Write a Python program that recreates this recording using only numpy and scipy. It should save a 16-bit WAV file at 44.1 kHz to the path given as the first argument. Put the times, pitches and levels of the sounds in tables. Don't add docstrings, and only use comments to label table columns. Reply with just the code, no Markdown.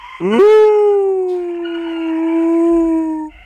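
import sys
import numpy as np
from scipy import signal
from scipy.fft import rfft, irfft, next_fast_len
from scipy.io import wavfile
from scipy.ndimage import uniform_filter1d, map_coordinates

SR = 44100
rng = np.random.default_rng(int(sys.argv[2]) if len(sys.argv) > 2 else 0)


def pcm_store(signal):
    levels = np.round(np.clip(np.atleast_2d(signal), -1, 1) * 32767)
    wavfile.write(sys.argv[1], SR, levels.astype(np.int16).T)


N = 152145
T = np.arange(N) / SR
BREAK_S = .382

# time in seconds, pitch in Hz, level in dB.
YOWL_MELODY = [(0.39, 359.8, -4), (0.41, 383.7, -4.3), (0.44, 414.2, -5.5), (0.51, 433.6, -5),
               (0.64, 429.2, -4), (0.662, 427.9, -8), (0.79, 417.8, -11), (0.89, 410.9, -9.5),
               (0.94, 403.4, -13), (1.06, 388.8, -12), (1.15, 379.3, -16.5), (1.27, 366, -16.5),
               (1.52, 344.8, -21.5), (1.98, 328.6, -21.5), (2.14, 322.5, -16.5), (2.29, 327, -15.5),
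               (2.71, 337.4, -10.5), (3.03, 320.6, -15.5), (3.23, 308.9, -23), (3.29, 305.4, -30.5)]


def amp(db):
    return 10 ** (np.asarray(db) / 20)


def unit(x):
    return x / np.sqrt(np.mean(x ** 2) + 1e-20)


def along(points, hz):
    freqs, values = np.transpose(points)
    return np.interp(np.log(hz + 1), np.log(freqs + 1), values)


def curves(rows):
    times, *columns = np.transpose(rows)
    return [np.interp(T, times, column) for column in columns]


def ramp(start_s, length_s):
    return np.sin(np.pi / 2 * np.clip((T - start_s) / length_s, 0, 1)) ** 2


def wobble(rate):
    return map_coordinates(rng.standard_normal(N // 8), [T * rate + 2], mode="wrap")


def filtered(x, response):
    size = next_fast_len(N + 8192)
    return irfft(rfft(x, size) * response(np.fft.rfftfreq(size, 1 / SR)), size)[:N]


def noise(spectrum):
    return unit(filtered(rng.standard_normal(N), lambda hz: amp(along(spectrum, hz))))


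def patchy(x, depth_db):
    bands = signal.stft(x, nperseg=1024)[2]
    flare = uniform_filter1d(rng.standard_normal(bands.shape), size=3, axis=0)
    flare = uniform_filter1d(flare, size=6, axis=1)
    return unit(signal.istft(bands * amp(depth_db * unit(flare)))[1][:N])


def cycles(hz):
    return 2 * np.pi * np.cumsum(hz) / SR


def partial(phase, db):
    return np.sqrt(2) * amp(db) * np.cos(phase)


def opening_breath():
    # frequency in Hz, gain in dB.
    mouth_colour = [(700, -20), (1050, 9.5), (1300, -9), (1600, -11.5), (2090, 3.5), (2350, -5.5),
                    (2900, -6.5), (3200, 0), (3550, -33), (5300, -22), (9500, -41)]
    return (1 - ramp(.17, .066)) * amp(-38 + wobble(60)) * noise(mouth_colour)


def throat_air(phase, tension):
    # time in seconds, then nasal, rasp and hiss levels in dB.
    air_levels = [(0, -62.5, -50, -77), (.27, -51.5, -55.5, -57.5), (.36, -39, -40, -46),
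                  (.397, -38, -32.5, -52.5), (.43, -45, -37.5, -54), (.8, -48, -44, -57),
                  (.95, -51.5, -47.5, -58), (1.1, -51, -59, -61), (1.27, -51.5, -67.5, -60.5),
                  (1.35, -47.5, -48, -63.5), (1.6, -44.5, -46.5, -69), (1.87, -39.5, -39.5, -65),
                  (2.15, -39, -41.5, -63.5), (2.45, -41, -43, -55), (2.7, -44.5, -46, -50.5),
                  (3.0, -57.5, -54, -55.5), (3.27, -55.5, -66.5, -61), (3.32, -67, -56, -82)]
    # frequency in Hz, gain in dB.
    nasal_colour = [(300, -23.5), (560, -12), (700, -8.5), (820, 1), (980, 2), (1120, -18), (1500, -48.5)]
    tense_colour = [(700, -19), (1250, -11), (1480, 9.5), (1800, -14), (2050, -1), (2550, -8), (2900, -0.5),
                    (3120, -10), (3400, -32), (5400, -21), (13000, -42.5)]
    slack_colour = [(700, -29), (1170, -13), (1350, -1), (1800, -1), (1980, -4.5), (2300, 1), (2850, -4.5),
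                    (3200, -15), (3450, -25.5), (5400, -28.5), (13000, -46)]
    hiss_colour = [(3500, -15), (5500, -10), (6200, -15.5), (6900, 7.5), (7400, -23.5), (7950, 2),
                   (8450, 3.5), (9400, -20), (13500, -15.5)]
    nasal_db, rasp_db, hiss_db = curves(air_levels)
    nasal = patchy(noise(nasal_colour), depth_db=4.5) * amp(nasal_db + 2 * wobble(60))
    throat = np.sqrt(tension) * noise(tense_colour) + np.sqrt(1 - tension) * noise(slack_colour)
    rasp = patchy(throat, depth_db=5) * amp(rasp_db + 2 * wobble(60))
    hiss = patchy(noise(hiss_colour), depth_db=2.5) * amp(hiss_db + 1.2 * wobble(82))
    pulsing = lambda depth: unit(1 + depth * np.cos(phase))
    return (nasal + rasp) * pulsing(depth=.19) + hiss * pulsing(depth=.2)


def house_rumble():
    # frequency in Hz, gain in dB.
    rumble_colour = [(20, -24.5), (48, 5.5), (90, -21), (600, -36.5), (3000, -61)]
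    # time in seconds, level in dB.
    swells = [(0, -53), (1, -59.5), (1.9, -55.5), (2.55, -54), (2.8, -40), (3.15, -54), (3.4, -41)]
    return noise(rumble_colour) * amp(curves(swells)[0])


def wheezes():
    # start and length in seconds, first and last pitch in Hz, level in dB,
    # octave against the fundamental in dB.
    whistles = [(.005, 0.094, 950, 1004, -36.5, -20), (0.064, 0.15, 1045, 1034, -39, -1),
                (0.3, 0.12, 1478, 1470, -33.5, -1), (1.628, 0.18, 1450, 1440, -39.5, -1),
                (1.793, 0.14, 1465, 1455, -43.5, 3.5), (1.907, 0.22, 1412, 1385, -43.5, 3),
                (2.18, 0.42, 2310, 2270, -48.5, -42), (2.875, 0.4, 1850, 1793, -51.5, -28)]
    jitter, fade_s = .011, .03
    out = np.zeros(N)
    for start, length, first_hz, last_hz, db, octave_db in whistles:
        hz = np.interp(T, [start, start + length], [first_hz, last_hz])
        phase = cycles(hz * (1 + jitter * wobble(400)))
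        gate = ramp(start, fade_s) * (1 - ramp(start + length - fade_s, fade_s))
        tone = partial(phase, 0) + partial(2 * phase, octave_db) + partial(3 * phase, octave_db - 24.5)
        out += tone * gate * amp(db + 3.53 * wobble(120))
    return out


def moan():
    # time in seconds, pitch in Hz.
    glide = [(.2, 150.2), (.275, 193.1), (.32, 215.2), (.39, 247.7)]
    # time in seconds, level of the lowest two
    # partials in dB, level of the higher ones in dB.
    drive = [(.195, -62, -63.5), (.207, -30.5, -43), (.258, -19, -33.5), (.3, -19.5, -34),
             (.345, -15.5, -25), (.385, -15.5, -29)]
    # frequency in Hz, gain in dB.
    throat = [(150, -3), (230, 1), (340, 6), (480, -1.5), (560, -2), (800, -5), (970, 1.5), (1150, -0.5),
              (1290, -14), (1480, -16.5), (1700, -26), (2050, -3), (2350, -13.5), (2650, -10), (2950, -20),
              (3650, -58.5), (6200, -30.5), (7300, -45), (8700, -29.5), (9400, -51.5)]
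    hz, = curves(glide)
    low_db, upper_db = curves(drive)
    start_s, catch_s, settle_s = drive[0][0], drive[1][0], .012
    jitter = .003 + .19 * np.exp(-np.maximum(T - catch_s, 0) / settle_s)
    phase = cycles(hz * (1 + jitter * wobble(260)))
    voice = sum(partial(k * phase - np.pi / 2, low_db + along(throat, k * hz)) for k in (1, 2))
    for k in range(3, 41):
        offset = 2 * np.pi * rng.random()
        voice += partial(k * phase + offset, upper_db + along(throat, k * hz) + 2 * wobble(90))
    gate = (T > start_s) * (1 - ramp(BREAK_S, .016))
    return voice * amp(.69 * wobble(200)) * gate


def yowl(hz, phase, tension):
    # time in seconds, second partial in dB,
    # third in dB, higher ones in dB before the throat colours them.
    overtones = [(.4, -22, -15, -41), (.5, -15, -24, -23.5), (.68, -13.5, -25, -29.5),
                 (.86, -14.5, -27, -35.5), (1.25, -17, -36, -42.5), (1.6, -17.5, -26.5, -30.5),
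                 (2.1, -17.5, -17.5, -29.5), (2.7, -15, -21, -43), (3.0, -16.5, -18, -38),
                 (3.26, -22.5, -7, -49), (3.3, -18, -16, -42)]
    # frequency in Hz, gain in dB.
    tense_throat = [(1500, -14), (1700, -8.5), (1900, -8.5), (2180, 5), (2340, -11.5), (2520, -4.5),
                    (2800, -3), (3000, -11), (3300, -38.5), (3850, -32), (5100, -40), (5450, -12.5),
                    (5750, -42)]
    slack_throat = [(1300, -5), (1650, -2), (1980, -7.5), (2280, 1), (2650, -2), (3000, -17.5),
                    (3400, -33.5), (5000, -48.5)]
    level_db = curves(YOWL_MELODY)[1] + .65 * wobble(22)
    second_db, third_db, upper_db = curves(overtones)
    voice = partial(phase, 0)
    voice += partial(2 * phase + np.pi / 2, second_db) + partial(3 * phase + np.pi / 2, third_db)
    for k in range(4, 14):
        throat_db = tension * along(tense_throat, k * hz) + (1 - tension) * along(slack_throat, k * hz)
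        voice += partial(k * phase + np.pi / 2, upper_db + throat_db + wobble(30))
    gate = ramp(BREAK_S, .016) * (1 - ramp(3.272, .05))
    return voice * amp(level_db) * gate


def sniff():
    # frequency in Hz, gain in dB.
    nose_colour = [(1500, -18.5), (3500, 6.5), (4700, 2.5), (6000, -5), (8500, -7.5), (13500, -15)]
    start_s, rise_s, fall_db_per_s = 1.272, .028, 114
    level_db = -48 - fall_db_per_s * np.maximum(T - start_s - rise_s, 0)
    return ramp(start_s, rise_s) * amp(level_db) * noise(nose_colour)


def closing_breath():
    # frequency in Hz, gain in dB.
    gape_colour = [(450, -36.5), (700, 7), (1050, -27), (1490, 1), (1700, -39), (2080, 12), (2400, -13.5),
                   (2750, 5.5), (3400, -27.5), (12000, -41)]
    return ramp(3.27, .07) * amp(-43.5 + wobble(40)) * noise(gape_colour)


def room(x, t60_s=.4, level_db=-21):
    t = T[:SR // 2]
    tail = rng.standard_normal(len(t)) * amp(-60 * t / t60_s)
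    return amp(level_db) * signal.fftconvolve(x, tail / np.linalg.norm(tail))[:N]


def scene():
    slack_hz, tense_hz, tighten_s = 360, 405, .088
    pitch = uniform_filter1d(curves(YOWL_MELODY)[0], size=700)
    tension = np.clip((pitch - slack_hz) / (tense_hz - slack_hz), 0, 1) * ramp(BREAK_S, tighten_s)
    waver, jitter = .002, .003 - .0015 * tension
    hz = pitch * (1 + waver * wobble(20) + jitter * wobble(300))
    phase = cycles(hz)
    cat = moan() + yowl(hz, phase, tension) + throat_air(phase, tension) + wheezes()
    cat += opening_breath() + closing_breath() + sniff()
    rumble = house_rumble()
    return (cat + room(cat) + rumble)[None]


def record(dry):
    ceiling, hardness, top_hz = .59, 41, 14000
    clipped = dry[0] / (1 + np.abs(dry[0] / ceiling) ** hardness) ** (1 / hardness)
    excess = uniform_filter1d(np.abs(dry[0] - clipped), size=200)
    fizz = amp(-27.5) * excess * rng.standard_normal(N)
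    return filtered(clipped + fizz, lambda hz: hz < top_hz)[None]


dry = scene()
out = record(dry)
pcm_store(out)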